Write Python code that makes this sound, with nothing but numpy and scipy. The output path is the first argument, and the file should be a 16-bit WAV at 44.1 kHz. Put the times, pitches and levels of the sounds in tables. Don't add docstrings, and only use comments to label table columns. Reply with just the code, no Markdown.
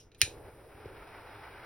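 import sys
import numpy as np
from scipy import signal
from scipy.fft import rfft, irfft
from scipy.io import wavfile

SR = 44100
rng = np.random.default_rng(int(sys.argv[2]) if len(sys.argv) > 2 else 0)


def master_out(mix):
    frames = np.transpose(np.atleast_2d(mix))
    ceiling = np.clip(frames, -1, 1)
    pcm = np.round(ceiling * 32767).astype(np.int16)
    wavfile.write(sys.argv[1], SR, pcm)


N = 72765
T = np.arange(N) / SR
HZ = np.maximum(np.fft.rfftfreq(2 * N, 1 / SR), 1)

# frequency in Hz, relative density in dB per Hz.
FLOOR_SPECTRUM = [(20, 2), (45, 5), (120, 3), (200, -7), (440, -5), (650, -14), (1100, -50), (2000, -55),
                  (6000, -50.5), (16000, -39)]
# frequency in Hz, relative density in dB per Hz.
THUMB_SPECTRUM = [(1000, -52), (2000, -23), (2900, -4.5), (4500, -9.5), (5200, -2.5), (5650, 0), (6200, -3),
                  (7500, -13.5), (10000, -12), (15000, -25)]
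# start in seconds, relative level in dB, treble edge in Hz.
CONTACTS = [(0.1173, -42, 5500), (0.147, -38.5, 9000), (0.2071, -31, 4500), (0.2158, 1, 17000),
            (0.2314, -19.5, 16000), (0.858, -40.5, 3960)]
# frequency in Hz, relative level in dB, 60 dB decay in seconds.
CASE_MODES = [(1803, -28, 0.058), (2110, -37.5, 0.1), (2398, -28.5, 0.13), (2465, -29.5, 0.083),
              (2670, -34.5, .12), (2964, -31.5, 0.072), (3157, -31.5, 0.058), (3690, -28, 0.038),
              (3883, -27.5, .07), (4320, -24, .07), (5310, -29.5, 0.028), (6190, -28.5, 0.09),
              (10340, -24, .025), (10840, -26, 0.026), (15200, -30, .02)]
# frequency in Hz, relative density in dB per Hz.
CRACK_SPECTRUM = [(150, -52.5), (700, -24), (1200, -19), (1750, 1), (2000, -13), (2400, 5.5), (3100, 1.5),
                  (3350, 2), (3800, 2.5), (4300, -3), (4650, -14.5), (5250, 3.5), (6200, -7), (7500, -9),
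                  (10400, -7), (12500, -13.5), (15300, -5), (16000, -11.5)]
# frequency in Hz, relative density in dB per Hz.
ROOM_SPECTRUM = [(150, -38.5), (400, -21.5), (1100, -14.5), (1750, -3.5), (2050, -8.5), (2450, 4),
                 (3100, -2), (3400, -3), (4000, 4), (4650, -3.5), (5200, -4), (6500, -2), (8500, -7),
                 (10500, -7), (11800, -24.5), (14000, -18), (15500, -25)]
# frequency in Hz, relative density in dB per Hz.
HISS_SPECTRUM = [(1000, -1), (3000, 2.5), (5500, 0.5), (7200, -7.5), (9000, 9), (10500, 4.5), (12500, 5.5),
                 (13800, 5), (15500, 0)]
# time in seconds, level in dB.
ROAR_LEVEL_CURVE = [(0.215, -71), (0.25, -51.5), (0.36, -51), (0.48, -50), (0.52, -56.5), (0.7, -56),
                    (0.85, -52.5), (1.1, -54.5), (1.35, -54.5), (1.65, -56.5)]
# time in seconds, level in dB.
RUSH_LEVEL_CURVE = [(0.215, -75), (0.33, -63), (0.42, -61.5), (0.48, -56.5), (0.51, -62), (0.62, -63),
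                    (0.78, -57), (1.0, -53.5), (1.3, -52), (1.65, -50)]
# frequency in Hz, relative density in dB per Hz.
ROAR_SPECTRUM = [(20, -16), (42, 6), (65, 2.5), (120, 2.5), (200, -12.5), (300, -2.5), (420, 4), (600, -3),
                 (900, -9.5), (1300, -20), (3000, -45.5)]
# frequency in Hz, relative density in dB per Hz.
RUSH_SPECTRUM = [(300, -22), (600, -5), (870, 1.5), (1120, -4.5), (1380, -1), (1800, -6.5), (2350, -7),
                 (3000, -15.5), (4300, -21), (5300, -21.5), (7000, -50.5), (16000, -27.5)]
# start in seconds, thump level in dB, pop level in dB.
FLAME_PUFFS = [(0.225, -30, -44), (0.277, -48, -40.5), (0.856, -44.5, -36.5), (1.354, -45.5, -56)]
# frequency in Hz, lead of the left in radians.
PORT_LEAD = [(20, 0), (1000, -.2), (2800, .5), (4200, 1.3), (4800, 6.0), (5600, 6.6), (6400, 8.9),
             (7300, 9.4), (8200, 9.9), (9300, 11.9), (11300, 13.0), (12300, 14.9), (14300, 16.0),
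             (15600, 18.7)]
# frequency in Hz, correlation with 1 for identical.
SIDE_LIKENESS = [(60, .998), (130, .98), (220, .88), (700, .87), (1350, .97), (1800, .97), (2500, .84),
                 (4300, .65), (5200, .88), (7200, .97), (10000, .94), (13500, .93), (15500, .7)]

FLOOR_DB = -61
THUMB_DB, THUMB_T60_S = -57, 0.21
CRACK_DB, CRACK_T60_S = -11.5, 0.0095
RATTLE_DB, RATTLE_T60_S = -28.5, 0.036
ROOM_DB, ROOM_T60_S, ROOM_BUILD_S = -30, 0.21, 0.0016
HISS_DB, VALVE_OPENS_S, VALVE_S = -68, 0.175, 0.024
SURGE_DB, SURGE_S = 10, 0.11
IGNITION_S, WHOOP_DB, WHOOP_RISE_S = 0.216, -43, 0.0067
WHOOP_START_HZ, WHOOP_FALL_S = 1420, 0.00802
SPARK_S, SPARK_DB, SPARK_WIDTH_S = 0.2166, -3, 0.00002
POP_HZ, POP_RISE_S = 410, 0.0027
THUMP_HZ, THUMP_RISE_S, THUMP_LAG_S = 91.6, 0.0065, 0.0033
THIN_BELOW_HZ = 1370
CUTOFF_HZ = 16000


def from_db(db):
    return 10 ** (np.asarray(db) / 20)


def at_hz(points):
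    hz, value = np.transpose(points)
    return np.interp(np.log(HZ), np.log(hz), value)


def level(points):
    return from_db(np.interp(T, *np.transpose(points)))


def dying(t60):
    return from_db(-60 * T / t60)


def noise(spectrum):
    mid, side = rfft(rng.standard_normal((2, 2 * N)))
    alike = np.clip(at_hz(SIDE_LIKENESS), -1, 1)
    shared = np.sqrt(1 + alike) * mid
    opposed = np.sqrt(1 - alike) * side * [[1], [-1]]
    x = irfft(from_db(at_hz(spectrum)) * (shared + opposed))[:, :N]
    return x / x.std()


def flutter(rate_hz, depth_db):
    slow = rfft(rng.standard_normal(2 * N)) / (1 + (HZ / rate_hz) ** 2)
    x = irfft(slow)[:N]
    return from_db(depth_db * x / x.std())


def room_floor():
    return from_db(FLOOR_DB) * noise(FLOOR_SPECTRUM)


def thumb_slide():
    return from_db(THUMB_DB) * dying(THUMB_T60_S) * noise(THUMB_SPECTRUM)


def case_ring():
    ring = np.zeros(N)
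    for k, (hz, db, t60) in enumerate(CASE_MODES):
        ring += (-1) ** k * from_db(db) * dying(t60) * np.sin(2 * np.pi * hz * T)
    return ring


def igniter():
    ring = case_ring()
    crack = from_db(CRACK_DB) * dying(CRACK_T60_S)
    rattle = from_db(RATTLE_DB) * dying(RATTLE_T60_S)
    tail = from_db(ROOM_DB) * dying(ROOM_T60_S) * (1 - np.exp(-T / ROOM_BUILD_S))
    out = np.zeros((2, N))
    for start_s, db, edge_hz in CONTACTS:
        start = int(start_s * SR)
        blow = ring + (crack + rattle) * noise(CRACK_SPECTRUM) + tail * noise(ROOM_SPECTRUM)
        soften = signal.butter(2, edge_hz, fs=SR, output="sos")
        blow = signal.sosfilt(soften, blow + 1e-18)
        out[:, start:] += from_db(db) * blow[:, :N - start]
    return out


def nozzle():
    age = np.maximum(T - VALVE_OPENS_S, 0)
    opening = np.minimum(age / VALVE_S, 1)
    pressure = from_db(HISS_DB + SURGE_DB * np.exp(-age / SURGE_S))
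    return noise(HISS_SPECTRUM) * opening * pressure


def flame():
    roar = level(ROAR_LEVEL_CURVE) * noise(ROAR_SPECTRUM) * flutter(rate_hz=13, depth_db=0.3)
    rush = level(RUSH_LEVEL_CURVE) * noise(RUSH_SPECTRUM) * flutter(rate_hz=28, depth_db=1.08)
    return roar + rush


def whoop():
    age = np.maximum(T - IGNITION_S, 0)
    cycles = WHOOP_START_HZ * WHOOP_FALL_S * (1 - np.exp(-age / WHOOP_FALL_S))
    envelope = age / WHOOP_RISE_S * np.exp(1 - age / WHOOP_RISE_S)
    return from_db(WHOOP_DB) * envelope * np.sin(2 * np.pi * cycles)


def spark():
    x = (T - SPARK_S) / SPARK_WIDTH_S
    return from_db(SPARK_DB) * x * np.exp((1 - x ** 2) / 2)


def lighter():
    thin = signal.butter(4, THIN_BELOW_HZ, "high", fs=SR, output="sos")
    return signal.sosfilt(thin, igniter() + spark() + 1e-18)


def swell(start_s, hz, rise_s):
    age = np.maximum(T - start_s, 0)
    envelope = (age / rise_s * np.exp(1 - age / rise_s)) ** 2
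    return envelope * np.sin(2 * np.pi * hz * age)


def puffs():
    out = np.zeros(N)
    for start_s, thump_db, pop_db in FLAME_PUFFS:
        out -= from_db(pop_db) * swell(start_s, POP_HZ, POP_RISE_S)
        out += from_db(thump_db) * swell(start_s + THUMP_LAG_S, THUMP_HZ, THUMP_RISE_S)
    return out


def scene():
    handling = thumb_slide() + lighter()
    burning = nozzle() + flame() + whoop() + puffs()
    return room_floor() + handling + burning


def record(dry):
    lag = np.interp(HZ, *np.transpose(PORT_LEAD))
    right = irfft(rfft(dry[1], 2 * N) * np.exp(-1j * lag))[:N]
    pair = np.array([dry[0], right])
    top_cut = signal.ellip(10, 0.2, 80, CUTOFF_HZ, fs=SR, output="sos")
    return signal.sosfilt(top_cut, pair)


dry = scene()
out = record(dry)
master_out(out)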